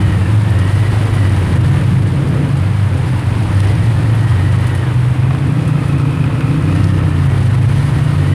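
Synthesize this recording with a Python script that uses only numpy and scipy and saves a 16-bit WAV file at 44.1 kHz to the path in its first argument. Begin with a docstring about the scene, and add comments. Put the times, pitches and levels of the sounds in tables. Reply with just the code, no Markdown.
"""A ride in an open-sided motor tricycle along a flooded street in heavy rain at night.
From the start its small engine drones in bursts and beats against two others in the traffic, while the
drive squeals, the cab booms, rain and tyre spray hiss and drops tick close by. Near the middle a wheel
throws up a puddle. Then a loose panel knocks, and metal chatters as the engine alongside speeds up.
Near the end, water dribbles on a metal bar. All along, a limiter turns the loudest moments down."""
import sys
import numpy as np
from scipy import signal
from scipy.fft import rfft, irfft, next_fast_len
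from scipy.io import wavfile
from scipy.ndimage import uniform_filter1d, minimum_filter1d, map_coordinates

SR = 44100
rng = np.random.default_rng(int(sys.argv[2]) if len(sys.argv) > 2 else 0)


def log_audio(samples):
    """Write samples as a 16-bit WAV file to the path given in sys.argv[1]."""
    # one column per channel
    frames = np.atleast_2d(samples).T
    # limit to full scale, then quantise
    limited = np.clip(frames, -1, 1)
    pcm = np.round(limited * 32767).astype(np.int16)
    wavfile.write(sys.argv[1], SR, pcm)


N = 367794

# The notes at which the cab booms. Each row: pitch in Hz, width in Hz, level in dB.
CAB_RINGS = [(48.7, 11, -16), (94.2, 25.4, 1), (133.6, 28, 1), (261.5, 22.2, -11.5), (309.2, 27, -14),
             (466, 94, -30.5)]
# The engine alongside. Each row: time in seconds, firings per second, drone level in dB.
NEIGHBOUR_ENGINE = [(0, 20.2, -21.5), (.2, 21.1, -17.5), (.38, 21.1, -7.5), (.6, 22.3, -20), (1, 23.2, -21),
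                    (1.35, 22.2, -20), (1.56, 21.5, -10.5), (1.68, 27.6, -12.5), (2, 26, -14.5),
                    (2.2, 27.9, -15), (2.42, 28.5, -16.5), (2.6, 27.8, -16.5), (2.76, 26.5, -24),
                    (3.05, 25.3, -17.5), (3.3, 23.6, -18.5), (3.5, 19.8, -13.5), (3.7, 20.2, -13.5),
                    (3.9, 22.5, -14), (4.1, 22.2, -12.5), (4.24, 21.4, -11), (4.33, 23.6, -13),
                    (4.6, 24.8, -17.5), (5.05, 24.7, -14), (5.33, 26.6, -15.5), (5.5, 28.7, -15.5),
                    (5.6, 32, -14.5), (5.85, 28.2, -17), (6, 28.6, -13), (6.11, 29, -14.5),
                    (6.26, 29.3, -15), (6.42, 29.5, -16), (6.81, 32, -16), (6.96, 32.5, -15.5),
                    (7.14, 29.6, -17), (7.32, 27, -12.5), (7.5, 25, -17), (7.73, 27.4, -13),
                    (7.9, 29, -16.5), (8.11, 29, -13.5), (8.34, 28.5, -16.5)]
# How strong the watery hiss is. Each row: time in seconds, level in dB.
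WETNESS = [(0, -39.5), (.25, -41.5), (1, -38.5), (1.25, -39.5), (1.8, -39.5), (2, -42.5), (2.9, -43),
           (3.45, -41), (3.65, -39.5), (3.8, -41), (4.65, -41), (5.2, -44.5), (5.8, -43), (6.35, -44),
           (6.8, -41.5), (7, -43), (7.45, -41), (7.75, -40.5), (8.34, -40.5)]
# The tone of tyre spray, also used for a panel's rattle. Each row: frequency in Hz, level in dB.
WASH_COLOUR = [(250, -7), (480, -1.5), (700, 2), (820, 2.5), (950, 3.5), (1180, 0.5), (1400, 0), (2000, -2),
               (2900, -7.5), (4000, -17), (5200, -37), (8000, -43)]
# The tone of drops splashing nearby. Each row: frequency in Hz, level in dB.
SPATTER_COLOUR = [(2000, -16), (4400, 3), (7000, -4.5), (8800, 3), (9700, 6.5), (11000, -9), (12500, -18),
                  (15400, -26)]


def amp(db):
    """Turn decibels into a number to multiply by."""
    return 10 ** (np.asarray(db) / 20)


def unit(x):
    """Scale a signal so that its average strength (rms) is 1."""
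    return x / np.sqrt(np.mean(x ** 2) + 1e-20)


def curves(rows):
    """Join a table's points with lines: one curve for each column after the time."""
    times, *columns = np.transpose(rows)
    return [np.interp(np.arange(N) / SR, times, column) for column in columns]


def wobble(per_second):
    """A smooth curve through this many random points a second."""
    points = rng.standard_normal(int(N * per_second / SR) + 4)
    coarse = np.arange(0, N + 16, 16)
    return np.interp(np.arange(N), coarse, map_coordinates(points, [coarse * per_second / SR]))


def filtered(x, response):
    """Multiply each frequency in x by response(hz)."""
    size = next_fast_len(N + SR // 2)
    return irfft(rfft(x, size) * response(np.fft.rfftfreq(size, 1 / SR)), size)[:N]


def coloured(x, colour):
    """Give x the tone set by rows of frequency and level, at strength 1."""
    freqs, db = np.transpose(colour)
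    return unit(filtered(x, lambda hz: amp(np.interp(np.log(hz + 1), np.log(freqs), db, right=-120))))


def resonate(x, rings):
    """Pass x through a body that rings at certain pitches."""
    return filtered(x, lambda f: sum((-1) ** k * amp(db) * 1j * f * width / (hz**2 - f**2 + 1j * f * width)
                                     for k, (hz, width, db) in enumerate(rings)))


def noise():
    """Fresh white noise."""
    return rng.standard_normal(N)


def cycles(hz):
    """Count the cycles completed at a changing rate."""
    return np.cumsum(hz) / SR


def throttle(idle_rate=22, ramp_s=0.12, thump_muting=0.85):
    """Each burst of throttle lifts the firings per second, brings in the drone and softens the thumps."""
    # Each row: start, peak and end in seconds, top firings per second, drone and undertone in dB.
    bursts = [(-.4, 0, .3, 24.4, -15, -32), (0.42, 0.992, 1.52, 25.8, -13, -23),
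              (1.498, 2.022, 2.17, 25.2, -15.5, -29), (2.502, 2.75, 3.04, 25.1, -15, -38),
              (3.281, 3.721, 3.88, 24.7, -17, -31), (4.203, 4.621, 4.88, 24.4, -14.5, -26),
              (6.559, 6.802, 7.15, 24.4, -13.5, -34), (7.05, 7.82, 7.85, 26.3, -14, -23),
              (8.051, 8.45, 8.7, 24.3, -15, -37)]
    t = np.arange(N) / SR
    rate, drone_gain, undertone_gain, load = idle_rate, 0, 0, 0
    for start, peak, end, top_rate, drone_db, undertone_db in bursts:
        arch = np.sin(np.pi / 2 * np.interp(t, [start, peak, end], [0, 1, 0])) ** 1.4
        pull = np.clip(np.minimum(t - start, end - t) / ramp_s, 0, 1)
        rate = rate + (top_rate - idle_rate) * arch
        drone_gain = np.maximum(drone_gain, amp(drone_db) * pull)
        undertone_gain = undertone_gain + amp(undertone_db) * arch
        load = np.maximum(load, pull)
    return rate, drone_gain, undertone_gain, 1 - thump_muting * load


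def exhaust(rate, harmonics, smear, uneven_db=0.7, flutter_db=0.5):
    """Tones at multiples of the firing rate add up to uneven thumps; smear puts them a bit out of step."""
    turns = cycles(rate)
    sizes_db = uneven_db * rng.standard_normal(400)
    tones = 0
    for multiple, db in harmonics:
        gain = amp(db + flutter_db * wobble(14))
        tones += gain * np.cos(2 * np.pi * multiple * turns + smear * rng.standard_normal())
    return -amp(np.interp(turns, np.arange(len(sizes_db)), sizes_db)) * tones


def firings(rate, scatter_db):
    """One push per firing, each of its own size."""
    fired = np.diff(np.floor(cycles(rate) + rng.random()), prepend=0) > 0
    return fired * amp(scatter_db * noise())


def tricycle(rate, drone_gain, undertone_gain, thump_gain):
    """When pulling, the engine drones over a deep undertone; when coasting, it chugs in separate thumps."""
    # The tones of the drone and the undertone. 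Each row: multiple of the firing rate, level in dB.
    drone_tones = [(4, 3.5), (5, -6), (6, -14), (7, -18), (8, -20)]
    deep_tones = [(2, -2.7), (3, 1)]
    drone = drone_gain * exhaust(rate, drone_tones, smear=0.48)
    undertone = undertone_gain * exhaust(rate, deep_tones, smear=0.28)
    pushes = firings(rate * (1 + 0.03 * wobble(6)), scatter_db=2.2)
    thumps = unit(resonate(thump_gain * pushes, CAB_RINGS))
    return drone + undertone + amp(-22.5) * thumps


def traffic():
    """Two more engines drone; the nearer one rasps as its higher tones sweep through the cab's notes."""
    # The engine farther off. Each row: time in seconds, firings per second, level in dB.
    far_engine = [(0, 23.2, -26), (.65, 22.2, -22), (.9, 18.6, -42), (1.4, 20.2, -24), (1.74, 22.8, -20.5),
                  (2.15, 22.5, -23), (2.75, 22.3, -24), (3.15, 21.1, -32), (3.65, 20.5, -21),
                  (4.3, 20.9, -25), (4.9, 20.8, -30), (5.5, 21.7, -24), (6.5, 20.8, -26), (8.34, 21.2, -29)]
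    # The near engine's rasp, strongest as it speeds up. Each row: time in seconds, level in dB.
    rasp_levels = [(0, -29), (1.5, -31), (2, -33.5), (2.45, -29), (2.8, -38), (3.2, -36), (3.6, -36.5),
                   (4.4, -31), (5, -39), (5.4, -26), (5.9, -26.5), (6.3, -26), (6.7, -21), (7, -25),
                   (7.3, -29.5), (8.34, -30.5)]
    # The tones of the exhausts. Each row: multiple of the firing rate, level in dB.
    near_tones = [(3, -21), (4, -3), (5, 3.3), (6, -9.5), (7, -22)]
    far_tones = [(6, 1.5), (7, -5), (8, 0.5), (12, -15.5), (14, -14.5), (15, -15.5)]
    rasp_tones = [(8, -7), (9, 1.5), (10, -3.5), (11, -2.5), (12, -10), (15, -0.5), (16, 4.5), (17, -1.5)]
    # How well the near drone carries into the cab. Each row: frequency in Hz, gain in dB.
    carry = [(60, -17), (85, -7.5), (105, -0.5), (130, 0), (165, -2.5), (200, 1.5)]
    near_rate, near_db = curves(NEIGHBOUR_ENGINE)
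    far_rate, far_db = curves(far_engine)
    rasp_db, = curves(rasp_levels)
    near = amp(near_db) * exhaust(near_rate, near_tones, smear=0.28)
    near = filtered(near, lambda hz: amp(np.interp(hz, *np.transpose(carry))))
    far = amp(far_db) * exhaust(far_rate, far_tones, smear=0.4)
    rasp_gain = amp(rasp_db + 1.42 * wobble(45))
    rasp = exhaust(near_rate * (1 + 0.02 * wobble(22)), rasp_tones, smear=0.36, uneven_db=1.0)
    return near + far + rasp_gain * unit(resonate(rasp, CAB_RINGS))


def strand(hz, wander_hz=14, flutter_db=2.5):
    """One unbroken squealing tone whose pitch and level tremble."""
    gain = amp(flutter_db * wobble(60))
    return unit(gain * np.cos(2 * np.pi * cycles(hz + wander_hz * wobble(90))))


def whine(hz, width_hz):
    """A fuzzy tone: a narrow band of noise around one pitch."""
    angle = 2 * np.pi * cycles(hz)
    return unit(wobble(width_hz) * np.cos(angle) + wobble(width_hz) * np.sin(angle))


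def ringing(rings):
    """Metal that keeps ringing at several fuzzy pitches."""
    return sum(amp(db) * whine(np.full(N, hz), width) for hz, width, db in rings)


def jolts(rate, decay):
    """A repeating shake that fades until the next one comes."""
    return unit(np.exp(-decay * (cycles(rate) % 1)))


def drive_squeal(rate):
    """The drive squeals under load, shaken by each firing, and nearby metal rings along."""
    # The squeal's path. Each row: time in seconds, centre pitch in Hz, level in dB.
    squeal_path = [(0, 1973, -36), (.28, 1733, -38), (.38, 1722, -49), (.52, 1810, -34), (.8, 1944, -36),
                   (1, 1990, -40), (1.25, 1923, -35), (1.47, 1840, -40), (1.85, 1867, -40), (2, 1713, -60),
                   (3.4, 1730, -62), (3.57, 1818, -37), (3.72, 2002, -39), (3.84, 1875, -39.5),
                   (3.98, 1798, -42), (4.3, 1873, -37), (4.6, 1918, -37), (4.8, 1877, -36),
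                   (4.88, 1671, -38), (4.96, 1624, -63), (6.6, 1700, -64), (6.73, 1867, -38),
                   (7.1, 1787, -39), (7.35, 1871, -42), (7.7, 1856, -45), (7.95, 1896, -40),
                   (8.17, 1813, -40), (8.34, 1945, -35)]
    # A higher tone above it. Each row: time in seconds, level against the squeal in dB.
    overtone_levels = [(0, -6), (1.1, -12), (1.7, -10), (4.5, -19), (6.8, -8), (8.34, -8)]
    # The nearby metal. Each row: pitch in Hz, width in Hz, level in dB.
    metal_rings = [(1274, 110, -7.5), (3043, 160, -12.5)]
    hz, squeal_db = curves(squeal_path)
    overtone_db, = curves(overtone_levels)
    strands = unit(strand(hz - 2 * rate)
                   + amp(0.5) * strand(hz + 2 * rate)
                   + amp(-10) * strand(hz - 12 * rate))
    overtone = amp(overtone_db) * whine(1.53 * hz, width_hz=130)
    return amp(squeal_db) * jolts(rate, decay=1.0) * (strands + overtone + ringing(metal_rings))


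def patter(per_second, scatter_db):
    """Tiny hits at random moments, most small, a few large."""
    hits = rng.random(N) < per_second / SR
    return unit(hits * amp(scatter_db * np.clip(noise(), -3, 2.5)) * np.sign(noise()))


def road(rate):
    """The wet road shakes the cab, the bodywork rattles with the engine and the tyres throw water."""
    # How rough the ride is. Each row: time in seconds, rumble in dB, rattle in dB.
    roughness = [(0, -15, -28), (.4, -23, -29.5), (1, -19.5, -27), (1.7, -15.5, -28.5), (2.4, -22.5, -26.5),
                 (2.8, -22, -29.5), (3.2, -18.5, -28.5), (3.7, -17.5, -27), (4.2, -23, -29.5),
                 (5.3, -22, -30.5), (6, -23.5, -30), (6.8, -18.5, -29), (7.2, -20.5, -30), (7.65, -15, -30),
                 (8.34, -21, -27.5)]
    # The tone of the rumble and of the rattle. Each row: frequency in Hz, level in dB.
    rumble_colour = [(15, -34), (35, -17), (55, -15.5), (75, -5.5), (100, -5.5), (125, -2), (190, -13),
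                     (260, -21.5), (500, -66)]
    rattle_colour = [(120, -34), (200, -8), (310, 1.5), (400, -7.5), (530, -7), (700, -18.5), (1500, -54)]
    rumble_db, rattle_db = curves(roughness)
    wet_db, = curves(WETNESS)
    throb = np.cos(2 * np.pi * cycles(rate))
    rumble = amp(rumble_db) * coloured(noise(), rumble_colour)
    rattle = amp(rattle_db + 1.45 * wobble(8.8) + 0.99 * throb) * coloured(noise(), rattle_colour)
    water = noise() + 0.75 * patter(per_second=1500, scatter_db=3.5)
    wash_db = -29.5 + 0.59 * (wet_db - wet_db.mean())  # partly follows the rain's hiss
    wash = amp(wash_db + 0.6 * wobble(24) + 0.29 * throb) * coloured(water, WASH_COLOUR)
    return rumble + rattle + wash


def rain():
    """Countless far drops merge into a hiss; nearer ones patter and sizzle on the road."""
    # The tone of the hiss. Each row: frequency in Hz, level in dB.
    hiss_colour = [(1500, -17), (3200, 6.5), (4900, 2.5), (5900, -3.5), (7200, -4), (8400, -1), (9600, 2),
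                   (10700, -5), (12500, -12), (15400, -18)]
    wet_db, = curves(WETNESS)
    drops = 0.5 * patter(per_second=1400, scatter_db=1.5)
    splashes = noise() * amp(0.72 * wobble(350))
    hiss = amp(0.77 * wobble(34)) * coloured(splashes + drops, hiss_colour)
    # drops beside the cab come in bursts of a few milliseconds
    sizzle = noise() * amp(6.35 * np.clip(wobble(260), -3, 2.4) + 1.1 * wobble(30))
    return amp(wet_db) * (hiss + amp(-10.5) * coloured(sizzle, SPATTER_COLOUR))


def spatters(drops, colour, fade_s, rise_s=0.0025):
    """Each drop spreads into a puff of bright noise that falls 60 dB in fade_s seconds."""
    t = np.arange(SR // 12) / SR
    puffs = np.zeros(N)
    for start, db in drops:
        puffs[round(start * SR):][:len(t)] += amp(db - 60 * t / fade_s) * (1 - np.exp(-t / rise_s))
    return puffs * coloured(noise(), colour)


def drips():
    """Fine spray ticks and bigger drops spatter close by."""
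    # When the spray and the drops land. Each row: start in seconds, relative level in dB.
    spray_hits = [(0.5024, -36), (1.39, -38), (3.1773, -47), (4.1104, -37), (4.149, -33), (4.605, -34),
                  (4.6666, -30), (4.7489, -33), (5.6737, -37), (5.8802, -37), (7.2543, -33)]
    drop_hits = [(0.586, -29), (0.7506, -33), (1.5516, -32), (2.0673, -34), (2.57, -34), (2.9716, -33),
                 (4.6655, -32), (4.748, -30), (5.6173, -38), (5.673, -33), (5.8813, -35), (7.452, -33)]
    # The bright tone of a tick. Each row: frequency in Hz, level in dB.
    tick_colour = [(4000, -18), (8000, -7), (9700, 2), (12000, -4), (15400, -14)]
    drops = amp(-2.5) * spatters(drop_hits, SPATTER_COLOUR, fade_s=0.08)
    ticks = amp(-3) * spatters(spray_hits, tick_colour, fade_s=0.055)
    return drops + ticks


def puddles():
    """A wheel throws up sheets of water that swell and fall back as grainy spray."""
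    # The splashes. Each row: peak time in seconds, half length in seconds, level in dB.
    splashes = [(3.64, .13, -41), (4.19, 0.018, -45), (6.764, .025, -38), (6.815, 0.026, -46),
                (6.87, 0.051, -42)]
    # Their tone. Each row: frequency in Hz, level in dB.
    splash_colour = [(1000, -12), (3000, 4), (4800, 5), (6500, -4), (7600, -8), (9700, 2), (11500, -14),
                     (15400, -21)]
    t = np.arange(N) / SR
    swell = sum(amp(db) * np.exp(-((t - peak) / half) ** 2) for peak, half, db in splashes)
    return swell * coloured(noise() * amp(6.5 * wobble(300)), splash_colour)


def knocks(rattle_fade_s=0.047):
    """Bumps make a loose panel clack: a dull rattle plus its own notes, in a new mix each time."""
    # The bumps. Each row: start in seconds, relative level in dB.
    bumps = [(4.904, -22), (5.308, -19), (5.349, -22), (6.241, -21), (6.408, -19.5), (6.76, -18),
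             (7.012, -21.5)]
    # The panel's notes. Each row: pitch in Hz, level in dB, seconds to fade by 60 dB.
    panel_notes = [(744, 6, .03), (1260, 10.5, 0.016), (1400, -7, 0.037), (1830, -8, 0.033),
                   (2420, -3, .04), (2900, -6, .025)]
    t = np.arange(SR // 12) / SR
    rings, rattle_gain = np.zeros(N), np.zeros(N)
    for start, db in bumps:
        ring = sum(amp(level + rng.normal(0, 1.7) - 60 * t / fade_s) * np.sin(2 * np.pi * hz * t)
                   for hz, level, fade_s in panel_notes)
        rings[round(start * SR):][:len(t)] += amp(db) * ring
        rattle_gain[round(start * SR):][:len(t)] += amp(db - 60 * t / rattle_fade_s)
    return amp(-10.5) * rings + amp(-4.5) * rattle_gain * coloured(noise(), WASH_COLOUR)


def chatter():
    """Loose metal rings low and high, shaken twice per firing of the engine alongside."""
    # How strongly it rings. 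Each row: time in seconds, low rings in dB, high ring in dB.
    levels = [(4.9, -70, -74), (5.25, -51, -44), (5.65, -41, -43), (6, -39, -41.5), (6.3, -40, -42),
              (6.45, -36, -37), (6.57, -41, -46), (6.7, -37, -38), (6.85, -42, -52), (7, -40, -64),
              (7.35, -47, -59), (7.55, -51, -54), (8.34, -43, -63)]
    # The metal's notes. Each row: pitch in Hz, width in Hz, level in dB.
    low_rings = [(1085, 70, -5), (1283, 140, 1.5)]
    high_ring = [(2513, 280, 0)]
    low_db, high_db = curves(levels)
    rate, _ = curves(NEIGHBOUR_ENGINE)
    shaking = unit(jolts(rate, decay=0.76) * jolts(2 * rate, decay=1.4)) * amp(0.78 * wobble(30))
    return shaking * (amp(low_db) * ringing(low_rings) + amp(high_db) * ringing(high_ring))


def dribble():
    """A thin stream of drops tinkles on a metal bar."""
    # How strong the stream is. Each row: time in seconds, level in dB.
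    flow = [(7.05, -75), (7.2, -54), (7.5, -49), (7.7, -51), (7.83, -48.5), (8, -57), (8.34, -64)]
    # The bar's notes. Each row: pitch in Hz, width in Hz, level in dB.
    bar_rings = [(3980, 70, 0), (4460, 110, -1), (4960, 70, -3), (5920, 60, -4), (6350, 100, -6),
                 (9500, 600, -6), (10200, 200, -7)]
    flow_db, = curves(flow)
    return amp(flow_db) * unit(resonate(patter(per_second=240, scatter_db=2.0), bar_rings))


def scene():
    """Everything as heard from the passenger seat, in one channel."""
    rate, drone_gain, undertone_gain, thump_gain = throttle()
    machines = tricycle(rate, drone_gain, undertone_gain, thump_gain) + traffic() + drive_squeal(rate)
    return (machines + road(rate) + rain() + drips() + puddles() + knocks() + chatter() + dribble())[None]


def record(dry, ceiling=0.59, hold_s=0.014, ease_s=0.0082, top_hz=15500):
    """A fast limiter turns everything down on the drone's peaks; then the highest treble is cut off."""
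    x = dry[0]
    level = np.abs(uniform_filter1d(x, SR // 800))  # smoothing lets very brief peaks slip through
    needed_gain = np.minimum(1, ceiling / (level + 1e-9))
    held_gain = minimum_filter1d(needed_gain, int(hold_s * SR) + 1)
    gain = uniform_filter1d(held_gain, int(ease_s * SR) + 1)
    soft_ends = signal.windows.tukey(N, 0.001)
    return filtered(x * gain * soft_ends, lambda hz: hz < top_hz)[None]


dry = scene()
out = record(dry)
log_audio(out)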